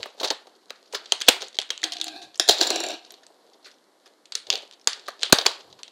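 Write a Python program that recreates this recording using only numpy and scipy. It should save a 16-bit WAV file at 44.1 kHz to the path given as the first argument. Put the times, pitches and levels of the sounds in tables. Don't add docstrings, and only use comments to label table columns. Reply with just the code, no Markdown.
import sys
import numpy as np
from scipy import signal
from scipy.fft import rfft, irfft, next_fast_len
from scipy.io import wavfile
from scipy.ndimage import uniform_filter1d, map_coordinates

SR = 44100
rng = np.random.default_rng(int(sys.argv[2]) if len(sys.argv) > 2 else 0)


def magnitude_from_level(level_db):
    exponent = np.asarray(level_db, float) / 20
    return 10 ** exponent


def transcribe(u):
    v = np.clip(np.atleast_2d(u).T, -1, 1)
    q = np.round(v * 32767).astype(np.int16)
    wavfile.write(sys.argv[1], SR, q)


N = 260631
SPAN, TAIL = 4096, 16384


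def unit(x):
    return x / np.sqrt(np.mean(x ** 2) + 1e-20)


def along(points, hz):
    f, v = np.transpose(points)
    return np.interp(np.log(hz + 1), np.log(f + 1), v)


def curve(rows, column):
    rows = np.array(rows)
    return np.interp(np.arange(N) / SR, rows[:, 0], rows[:, column], left=-150, right=-150)


def colour(points):
    def response(hz):
        cepstrum = irfft(np.log(magnitude_from_level(along(points, hz))))
        half = len(cepstrum) // 2
        cepstrum[1:half] *= 2
        cepstrum[half + 1:] = 0
        return np.exp(rfft(cepstrum))
    return response


def mode(hz, centre_hz, width_hz):
    return 1j * hz * width_hz / (centre_hz ** 2 - hz ** 2 + 1j * hz * width_hz)


def modes(table):
    return lambda hz: sum((-1) ** k * magnitude_from_level(db) * mode(hz, centre, width)
                          for k, (centre, width, db) in enumerate(table))


def high_pass(hz, corner_hz):
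    return 1j * hz / (corner_hz + 1j * hz)


def filtered(x, response):
    n = x.shape[-1]
    m = 2 * next_fast_len(n // 2 + 2048)
    return irfft(rfft(x, m) * response(np.fft.rfftfreq(m, 1 / SR)), m)[..., :n]


def peaked(rows, size):
    return rows / np.sqrt(2 * uniform_filter1d(rows ** 2, size).max(axis=1, keepdims=True))


def placed(rows, times):
    at = np.round(np.asarray(times) * SR).astype(int)[:, None] + np.arange(rows.shape[1])
    return np.bincount(at.ravel(), rows.ravel(), N + rows.shape[1] + SR)[:N]


def grains(rate, spread_db, clump_db):
    clump = magnitude_from_level(clump_db * unit(uniform_filter1d(rng.standard_normal(N), size=500)))
    draw = rng.random((2, N))
    present = draw[0] < rate / SR
    size = magnitude_from_level(-spread_db * np.log(draw[1] + 1e-3))
    return clump * present * size * rng.standard_normal(N)


# frequency in Hz, level in dB per Hz.
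HUSH = [(24, -58.5), (40, -43.5), (118, -29), (167, -9.5), (290, 1), (556, -1.5), (2210, -13.5),
        (2440, -23), (4130, -13.5), (5050, -17.5), (12500, -25), (13800, -37), (16000, -64)]


def hush():
    air = magnitude_from_level(-63) * unit(filtered(rng.standard_normal(N), colour(HUSH)))
    whine_hz = 8075
    return air + magnitude_from_level(-94.5) * np.sin(2 * np.pi * whine_hz * np.arange(N) / SR)


# frequency in Hz, time to fall 60 dB in s.
ROOM = [(200, 0.067), (600, 0.21), (1500, 0.38), (4000, 0.25), (10000, 0.23)]
# frequency in Hz, level in dB.
WALLS = [(200, -8.5), (900, 5.5), (2300, 3), (3200, 4.5), (4500, 2), (5400, -1.5), (9000, -0.5),
         (14000, -4.5)]


def tails(count):
    hz, t, z = signal.stft(rng.standard_normal((count, TAIL)), SR, nperseg=256)
    z = z * magnitude_from_level(along(WALLS, hz)[:, None] - 60 * t / along(ROOM, hz)[:, None])
    tail = signal.istft(z, SR, nperseg=256)[1][:, :TAIL]
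    first_wall_s = 0.0019
    tail = tail * np.clip(np.arange(TAIL) / SR / first_wall_s - 0.4, 0, 1)
    tail = tail * magnitude_from_level(0.84 * unit(uniform_filter1d(rng.standard_normal(tail.shape), size=130)))
    return tail / np.linalg.norm(tail, axis=1, keepdims=True)


# centre in seconds, level in dB, length in s.
PUFFS = [
    (.0, -44, 0.0087),
    (2.073, -71, 0.099),
    (2.264, -66, 0.042),
    (4.508, -59, 0.025),
    (5.716, -63, 0.1),
]


def puffs():
    s, db, long_s = np.transpose(PUFFS)[:, :, None]
    swell = (magnitude_from_level(db) * np.exp(-((np.arange(N) / SR - s) / long_s) ** 2)).sum(axis=0)
    centre_hz = 110
    return swell * unit(filtered(rng.standard_normal(N), lambda hz: mode(hz, centre_hz, 2 * centre_hz) ** 2))


def hits(s, ms, parts, wet_db, sharp, size=550):
    t = np.arange(SPAN) / SR
    draw = rng.standard_normal((len(s), 2, SPAN))
    spiky = draw[:, 0] * magnitude_from_level(2.4 * draw[:, 1])
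    held = np.clip(ms - 1.4, 0.4, 24) / 1000
    onset = np.clip(t / (0.00017 + 0.14 * held), 0, 1)
    click = (t == 0) * np.ones_like(spiky)
    force = spiky * magnitude_from_level(-9 * t / held) * onset + sharp * click
    dry, power = 0, 0
    for db, response in parts:
        near = magnitude_from_level(db) * peaked(filtered(force, response), size=88)
        dry = dry + near
        power = power + np.abs(rfft(near, TAIL + SPAN)) ** 2
    smooth = np.sqrt(np.abs(uniform_filter1d(power, size)))
    sent = 0.25 * rfft(dry, TAIL + SPAN) + 0.9 * smooth
    wet = irfft(sent * rfft(tails(len(s)), TAIL + SPAN))[:, :TAIL]
    return placed(dry, s[:, 0]) + magnitude_from_level(wet_db) * placed(wet, s[:, 0])


# frequency in Hz, level in dB.
FILM = [(300, -50.5), (700, -17), (1500, -3), (2400, -4), (3300, 5), (4400, 8.5), (5500, -2), (7500, -7),
        (11000, -36), (16000, -52)]


def facet(ring_hz, ring_db, wide, body_db=0):
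    def response(hz):
        ring = mode(hz, ring_hz, wide * ring_hz) * high_pass(hz, 0.13 * ring_hz)
        ring = ring / (1 + 1j * hz / (2.4 * ring_hz)) ** 2
        return magnitude_from_level(body_db) * colour(FILM)(hz) + magnitude_from_level(ring_db) * ring
    return response


# frequency in Hz, level in dB.
EDGE = [(300, -55), (4500, -22.5), (6500, 7), (9000, 4.5), (12000, -14.5), (15500, -22), (17000, -46)]


def edge(db):
    top_hz = np.maximum(30000 + 950 * db, 5200)
    return lambda hz: -colour(EDGE)(hz) / (1 + 1j * hz / top_hz) ** 3


# peak in seconds,
# crackle in dB, easing in dB per s, rumble over it in dB.
SWELLS = [(.01, -33, 149, -2), (0.198, -38.5, 167, 6), (.32, -50, 32, 1.5), (.76, -54, 55, -26),
          (.96, -32.5, 120, -10), (1.135, -27, 200, -15), (1.3, -17, 200, -10), (1.36, -66, 64, 20),
          (1.45, -32.5, 300, -31), (1.619, -46, 12, -9), (2.51, -17.5, 72, -13), (2.625, -18.5, 102, -6),
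          (2.75, -48, 48, -24), (2.92, -31.5, 268, -21), (3.1, -66, 22, 16), (3.46, -65.5, 63, 11),
          (3.662, -44.5, 238.5, -22), (4.07, -50, 247, -9), (4.519, -29.5, 131, -0.5),
          (4.95, -42, 36.5, -3.5), (5.257, -25, 280, -15), (5.4, -46, 64, 16.5), (5.52, -32.5, 137.5, -67),
          (5.74, -61.5, 21, -8)]


def rustle():
    creasing = grains(rate=5000, spread_db=1.3, clump_db=2)
    crackle = unit(filtered(creasing, lambda hz: colour(FILM)(hz) + 0.027 * edge(-30)(hz)))
    rumble = unit(filtered(grains(rate=4300, spread_db=1.0, clump_db=3.2), colour(SHELL)))
    s, db, ease, rumble_db = np.transpose(SWELLS)[:, :, None]
    coarse = np.arange(0, N, 32)
    t = coarse / SR - s
    swell_db_per_s = 452
    surge = magnitude_from_level(db - np.maximum(ease * t, -swell_db_per_s * t))
    hold_db, hold_rumble_db = -67, 2.5
    bright = magnitude_from_level(hold_db) + surge.sum(axis=0)
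    hollow = magnitude_from_level(hold_db + hold_rumble_db) + (magnitude_from_level(rumble_db) * surge).sum(axis=0)
    crackle = crackle * np.interp(np.arange(N), coarse, bright)
    rumble = rumble * np.interp(np.arange(N), coarse, hollow)
    return magnitude_from_level(-13.0) * crackle + magnitude_from_level(-10.5) * rumble


# time in seconds, pressure in dB.
SLIDE = [
    [(1.83, -42), (1.95, -51.5), (2.05, -47), (2.12, -45.5), (2.18, -40), (2.205, -50), (2.23, -46),
     (2.29, -57.5), (2.36, -72)],
    [(2.6, -56), (2.66, -40.5), (2.76, -34), (2.85, -37.5), (2.93, -34), (2.97, -47.5), (3.05, -62),
     (3.2, -61.5)],
]
# frequency in Hz, width in Hz, level in dB.
TABLE = [(317.7, 11, 5.5), (700, 45, 0.6), (775, 55, -0.6), (1090, 48, -6), (1550, 40, 0), (1640, 35, 4),
         (2430, 50, -1), (2600, 40, 2), (3600, 190, 2), (4200, 450, 1)]
# frequency in Hz, width in Hz, level in dB.
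ROCKING = [(329.4, 20, 4), (720, 70, 0.6), (1633, 90, -11), (2384, 240, -12), (2830, 250, -6),
           (3830, 200, -2.5), (4350, 200, -8.5), (5700, 260, -14)]
HIGH_MODES_DB = [-1, 0]


def slide():
    rub = grains(rate=4900, spread_db=1.5, clump_db=2.5)
    sound = 0
    for pressure, body, high_db in zip(SLIDE, [TABLE, ROCKING], HIGH_MODES_DB):
        low = unit(filtered(rub, modes([m for m in body if m[0] <= 1000])))
        high = unit(filtered(rub, modes([m for m in body if m[0] > 1000])))
        sound = sound + magnitude_from_level(curve(pressure, column=1)) * (low + magnitude_from_level(high_db) * high)
    waver, waver_s = 0.022, 0.04
    drift = waver * unit(uniform_filter1d(rng.standard_normal(N), size=round(waver_s * SR)))
    lag = np.cumsum(drift)
    return map_coordinates(sound, [np.arange(N) + lag - uniform_filter1d(lag, size=9000)])


# start in seconds, peak in dB, table knock in dB, steel in dB, length in ms.
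DROPS = [(2.3973, -6, -11.5, -10, 3.47), (2.478, -20, -11, -9.5, 7.2), (2.4874, -5, -10.5, -9.5, 4.04),
         (2.4931, -4, -6, -15, 5), (2.507, -14, -8, -16.5, 11.4), (2.6072, -19, -6, -11, 3.8),
         (2.612, -8, -8.5, -6.5, 4), (2.584, -27.5, -20, -0.5, 3), (2.626, -17, -17, -14.5, 4.87),
         (2.633, -18.5, -15, -16, 5), (2.6685, -19.5, -18, -19.5, 5), (2.6715, -18, -10, -3, 4.3),
         (2.7028, -12, -5.5, -5.5, 4)]
# frequency in Hz, width in Hz, level in dB.
BOUNCE = [(345, 45, 4), (680, 110, 0.6), (1700, 220, -12), (2500, 300, -11)]
# frequency in Hz, width in Hz, level in dB.
STEEL = [(5520, 200, 6.5), (7170, 480, 5), (7530, 310, 2.5), (8340, 200, -7.5), (9380, 190, -13),
         (10800, 250, -11.5), (12000, 380, -16)]


def rocks(last_s):
    first_s, shrink = 0.0555, 0.79
    return [(last_s + first_s * (1 - shrink ** (k + 1)) / (1 - shrink), -16 - 2.4 * k, -5.5, -3.5, 3.4)
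            for k in range(7)]


def drops():
    first_s, last_s = DROPS[0][0], DROPS[-1][0]
    s, db, wood_db, steel_db, ms = np.transpose(DROPS + rocks(last_s))[:, :, None]
    ring_hz = np.where(s == first_s, 4900, 4300)
    wood_lag_s = 0.0035 * (s >= last_s)

    def wood(hz):
        top = modes(BOUNCE)(hz) * high_pass(hz, 220) + 0.03 * colour(SHELL)(hz)
        return top * np.exp(-2j * np.pi * hz * wood_lag_s)

    def steel(hz):
        return modes(STEEL)(hz) + 0.17 * colour(EDGE)(hz)

    def ring(hz):
        return facet(ring_hz, ring_db=14, wide=0.2, body_db=-3)(hz) - magnitude_from_level(9) * mode(hz, 3250, 450)

    parts = [(db - 5 * (s > last_s), ring), (db + wood_db, wood), (db + steel_db, steel)]
    return hits(s, ms, parts, wet_db=-7.5, sharp=1.4, size=90)


# frequency in Hz, level in dB.
SHELL = [(100, -47.5), (220, -14), (400, 6.5), (800, 2), (1300, -11.5), (2200, -26.5)]
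# start in seconds, peak in dB, note in Hz, length in ms.
KNOCKS = [(0.0582, -28, 720, 8.6), (0.2105, -26.5, 430, 11.6), (0.2313, -21, 575, 13),
          (0.2425, -19, 610, 17), (0.308, -18, 430, 12), (0.4719, -42, 615, 10), (0.707, -30, 730, 5.5),
          (0.7056, -32, 1800, 3), (1.5882, -21, 1950, 2.5), (1.7045, -27, 1950, 3), (0.9358, -27, 700, 12),
          (0.9501, -19.5, 1240, 6.8), (1.1225, -18.5, 750, 7.6), (1.2137, -22, 1730, 3.5),
          (1.2852, -6, 480, 7.6), (1.2865, -7, 2080, 7), (1.4224, -32.5, 433, 24),
          (1.5886, -25.5, 567, 6.9), (1.705, -31, 990, 14), (1.841, -35, 364, 25),
          (3.6608, -41.5, 1523, 28), (4.354, -35.5, 1440, 17.5), (4.5032, -27, 1430, 2.4),
          (4.5341, -32, 553, 34), (4.8738, -20, 1016, 9.2), (5.0834, -23, 1200, 6), (5.089, -28, 700, 8),
          (5.233, -32.5, 600, 12), (5.3263, -5.5, 1603, 6), (4.061, -47, 1500, 13), (5.3275, -3, 267, 6.2),
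          (5.387, -17, 613, 5.9), (5.4546, -22, 1100, 4.5), (5.4635, -9, 1030, 5.6), (5.2989, -31, 960, 9),
          (5.7887, -46.5, 950, 32)]


def knocks():
    s, db, note_hz, ms = np.transpose(KNOCKS)[:, :, None]

    def shell(hz):
        note = mode(hz, note_hz, 0.5 * note_hz) * high_pass(hz, 0.4 * note_hz)
        return 0.37 * colour(SHELL)(hz) + note
    return hits(s, 0.9 * ms, [(db, shell)], wet_db=-13.5, sharp=8.04, size=200)


# start in seconds, peak in dB, ring in Hz.
TICKS = [ (0.551, -55, 4600), (0.561, -57, 6500), (0.682, -56, 1650), (0.8571, -52, 4500),
         (0.8756, -53, 4600), (0.757, -49, 4090.0), (1.072, -52, 1320), (3.0612, -47, 4590),
         (3.2325, -47.5, 1740), (3.2326, -50.5, 4510), (3.533, -49.5, 4450), (3.542, -52, 3900),
         (3.645, -43, 4280), (3.713, -46, 5020), (3.74, -55, 5300), (4.0584, -46.5, 4900),
         (4.065, -50, 3500), (4.7246, -47.5, 1206), (4.734, -43.5, 3900), (4.812, -47.5, 5200),
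         (5.7005, -50.5, 1055), (5.71, -52.5, 1420)]


def ticks():
    s, db, ring_hz = np.transpose(TICKS)[:, :, None]
    parts = [(db, facet(ring_hz, ring_db=13.5, wide=0.11)), (db - 13.0, edge(db))]
    return hits(s, 7.5 + 0 * s, parts, wet_db=-12.5, sharp=1.2)


def creasing(events, ms, edge_db):
    s, db = np.transpose(events)[:, :, None]
    ring_hz = 3740 * np.exp(0.035 * rng.standard_normal(s.shape))
    ring = facet(ring_hz, ring_db=3.0, wide=0.076)
    thud = lambda hz: colour(SHELL)(hz) + 0 * s
    parts = [(db, ring), (db + edge_db, edge(db + edge_db)), (db - 12, thud)]
    return hits(s, ms + 0 * s, parts, wet_db=-14, sharp=4.5)


# start in seconds, peak in dB.
PRICKS = [(0.103, -48), (0.17, -54), (.19, -43), (.4953, -53), (.6335, -68), (0.658, -50), (0.8285, -47),
          (1.0745, -50), (1.447, -41), (3.152, -56.5), (3.21, -58), (3.3438, -56.5), (3.4662, -55.5),
          (3.4997, -54), (3.669, -43), (3.7072, -49), (3.785, -55), (3.8414, -56), (4.0, -56), (4.077, -48),
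          (4.137, -54), (4.726, -44), (4.677, -46), (1.63, -34), (4.338, -44.5), (4.577, -32.5),
          (4.588, -38), (4.622, -40.5), (4.7972, -48.5), (4.8444, -47.5), (5.105, -39), (5.118, -46),
          (5.207, -40), (5.2132, -34)]


def pricks():
    return creasing(PRICKS, ms=2.2, edge_db=-5.5)


# start in seconds, peak in dB.
CREASES = [(.2827, -23), (.4699, -43.5), (.6975, -40), (1.0581, -34), (1.4072, -31), (1.4113, -29),
           (1.425, -25), (1.5287, -42), (1.5449, -36.5), (1.5537, -35.5), (1.5681, -38), (1.2128, -24),
           (1.2775, -21), (1.984, -34), (2.0003, -28.5), (2.0681, -27.5), (2.3442, -38.5), (3.0487, -40),
           (3.1401, -37.5), (4.4688, -34), (4.9954, -36), (5.0664, -39.5), (5.0783, -33), (5.193, -41),
           (5.2193, -31), (5.607, -40.5), (5.7273, -38.5), (5.8794, -36.5)]


def creases():
    return creasing(CREASES, ms=4.76, edge_db=-11.5)


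# start in seconds, level in
# dB, pitch in Hz, loss in dB per cycle, swell in cycles.
THUMPS = [(5.3284, 8, 274, 15.5, 0.15), (1.1212, 7, 3150, 2, 4), (1.588, -2, 3230, 3, 1.2),
          (4.5022, -32, 60, 40, .1), (1.2836, 5, 3400, 1.8, 1.5), (1.2865, -5, 480, 5.5, .8),
          (2.6115, 3, 4380, 1.8, 3), (5.3275, 1, 1550, 2.5, 1.2), (.2425, -13, 4200, 3.5, 1.1),
          (.0302, -24, 1950, 4, 1.1), (.0585, -28, 1750, 2.5, 1.2), (.0005, -27, 520, 6, .4),
          (2.0428, -22, 4600, 1.5, 2.2), (4.4845, -38, 520, 3, .8), (.7053, -19, 3900, 1.5, 1.5),
          (2.494, -1.5, 3200, 1.2, 3), (1.839, -10, 3250, 1.2, 2.2), (1.2875, -6, 1550, 1.5, 1.5),
          (4.5024, -1.5, 3700, 2.5, 1.2), (5.4642, -9, 2250, 2.2, 1.5), (1.9213, -19, 3200, 1.5, 1.2),
          (2.4935, -26, 60, 30, .1), (5.3242, 4.5, 2600, 2.8, 2.1), (2.4935, -5, 419, 6, 0.62),
          (5.0838, -16, 1150, 2.5, 1.5), (1.2875, -7, 270, 10, .4)]


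def thumps():
    s, db, hz, loss_db, swell = np.transpose(THUMPS)[:, :, None]
    turns = hz * np.arange(SPAN) / SR
    ring = magnitude_from_level(db - loss_db * turns) * (1 - np.exp(-turns / swell)) * np.sin(2 * np.pi * turns)
    return placed(filtered(ring, lambda f: high_pass(f, 0.24 * hz) ** 2), s[:, 0])


def snaps(events, wet_db, body_db=0, wide=0.059):
    s, db, ring_hz, edge_db, ms = np.transpose(events)[:, :, None]
    ring = facet(ring_hz, ring_db=11.0, wide=wide, body_db=body_db)
    parts = [(db, ring), (db + edge_db, edge(db + edge_db))]
    return hits(s, ms, parts, wet_db, sharp=2.9)


# start in seconds, peak in dB, ring in Hz, bright edge in dB, length in ms.
OFFCUT = [(1.8174, -33, 3600, -10, 3.9), (1.8316, -19, 2050, -12, 2.6), (1.8388, -14, 4200, -7, 2.9),
          (1.8418, -14.5, 4200, -9, 3.2), (1.9213, -22, 4200, -7.5, 4), (1.9265, -25, 4200, -14, 4),
          (1.9335, -26.5, 3400, -6, 5.9), (1.968, -25.5, 3700, -16, 3.5), (2.0135, -12.5, 3870, -11, 3),
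          (2.0428, -21, 6900, -4, 2.4), (2.0811, -24, 3950, -20, 5), (2.2156, -39, 3950, -8, 44),
          (2.3562, -36.5, 5130, -23.5, 5.4), (2.3769, -51, 6890.0, 16, 1.7)]


def offcut():
    return snaps(OFFCUT, wet_db=-10.5, body_db=-7, wide=0.13)


# start in seconds, peak in dB, ring in Hz, bright edge in dB, length in ms.
PRISE = [(3.1057, -36.5, 5450, -4.5, 4.4), (3.1216, -38.5, 12570, -12, 1.7), (3.2662, -40, 4330, 0, 2.6),
         (3.6523, -40, 4370, -19, 20), (4.2559, -40.5, 3450, -7, 3.6), (4.3216, -24.5, 4470, -8, 4),
         (4.3528, -15, 5320, -6, 2.9), (4.5023, -4.5, 4900, -30.5, 2.4), (4.5278, -15, 3600, -16.5, 2.4),
         (4.5378, -17, 4390.0, -19.5, 1.4), (4.5553, -17, 4300, -14, 2.2), (4.712, -35, 4310.0, -8.5, 1.5),
         (4.8732, -5.5, 4670, -4.5, 3.17), (4.9318, -20.5, 4340, -26, 3), (5.25, -31, 3210, -25, 30),
         (5.083, -34, 4200, -14, 11.6), (5.225, -22.5, 3200, -33.5, 2.2), (5.2322, -7.5, 4230, -12, 2.04),
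         (5.3245, 0, 4300, -9, 5.2), (5.386, -9.5, 3770, -20, 3.6), (5.4122, -22, 3740, -17.5, 5.5),
         (5.4608, -13.5, 3790, -18, 2.9), (5.2355, -19, 4030, -16, 2.5), (5.2328, -16, 2950, -30, 3),
         (5.464, -5, 4510, -12, 4.24), (5.79, -43.5, 1014, -14, 10), (5.8323, -26.5, 4140, -5, 2.35), ]


def prising():
    return snaps(PRISE, wet_db=-11)


# start in seconds, peak in dB, ring in Hz, bright edge in dB, length in ms.
SEAMS = [
    (1.2822, -17, 4500, -8, 3.7),
    (1.2842, -5, 3000, -24, 7.5),
    (1.2866, 1, 3386, -2.5, 2.8),
    (5.3272, -6.5, 6880, 4, 2.7),
    (1.2858, -7, 13000, -10, 3.4),
    (5.3262, -7, 13000, -10, 3.2),
]


def seams():
    return snaps(SEAMS, wet_db=-17.5, wide=0.15)


# start in seconds, peak in dB, ring in Hz, bright edge in dB, length in ms.
CUT = [(0.0301, -18.5, 3340, -24, 3.04), (0.038, -27, 3150, -28, 1.3), (0.199, -25.5, 4030, -12, 14.6),
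       (0.2316, -20, 3800, -28, 10), (0.242, -25, 3900, -6, 15), (0.2472, -16, 4850, -29, 3.6),
       (0.2746, -24, 4250, -22, 5.7), (0.3015, -29, 3900, -15, 5.8), (0.3035, -13, 3730, -9.5, 3.8),
       (0.3085, -17.5, 3700, -20, 2.2), (0.3118, -18, 3860, -25, 2.4), (0.2555, -20, 4500, -15, 2.2),
       (0.2135, -31, 4000, -15, 4.6), (0.7052, -28, 3880, -17, 2.15), (0.9253, -36, 2998, -3, 12),
       (0.9456, -20.5, 4844, -19, 13), (1.1213, -7.5, 4380, -7, 3.1), (1.2045, -24, 5800, -8.5, 2.8),
       (1.2174, -17.5, 3313, -6.5, 4), (1.2659, -33, 4350.0, -9.5, 5.1), (1.2885, -3.5, 3300, -7, 4.2),
       (1.4199, -21, 5100, -9, 2.5), (1.4831, -37.5, 5500, 2, 3), (1.5878, -10, 3300, -14, 1.3),
       (1.6008, -22, 3300, -8, 1.8), (1.616, -22, 3400, -9, 2), (1.6218, -27, 3300, -12, 1.8),
       (1.6915, -40, 3700, -14, 4), (1.5915, -22, 4600, -12, 2), (1.704, -15, 3260, -10.5, 3.9),
       (1.7776, -25, 3140, -5.5, 1.6)]


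def cutting():
    return snaps(CUT, wet_db=-12.5)


def scene():
    soft = rustle() + slide()
    rings = thumps()
    echo = signal.fftconvolve(soft + 0.3 * rings, tails(count=1)[0])[:N]
    background = hush() + puffs() + magnitude_from_level(-16.0) * echo
    film = knocks() + ticks() + pricks() + creases() + prising() + seams() + cutting()
    return (background + soft + offcut() + drops() + rings + film)[None]


def band_limit(x):
    return signal.sosfilt(signal.butter(12, 16520, fs=SR, output="sos"), x)


def record(dry):
    x = filtered(dry, lambda hz: high_pass(hz, 90) ** 2)
    x = x / (1 + np.abs(x / 0.97) ** 16) ** (1 / 16)
    x = filtered(x, lambda hz: 1 / (1 + (hz / 16200) ** 60))
    top = filtered(x, lambda hz: 1 - 1 / (1 + (hz / 13200) ** 60))
    loud = np.abs(uniform_filter1d(top ** 2, size=700)) > magnitude_from_level(-142)
    shut = 1 - uniform_filter1d(loud * 1.0, size=300)
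    return band_limit(x - shut * top)


dry = scene()
out = record(dry)
transcribe(out)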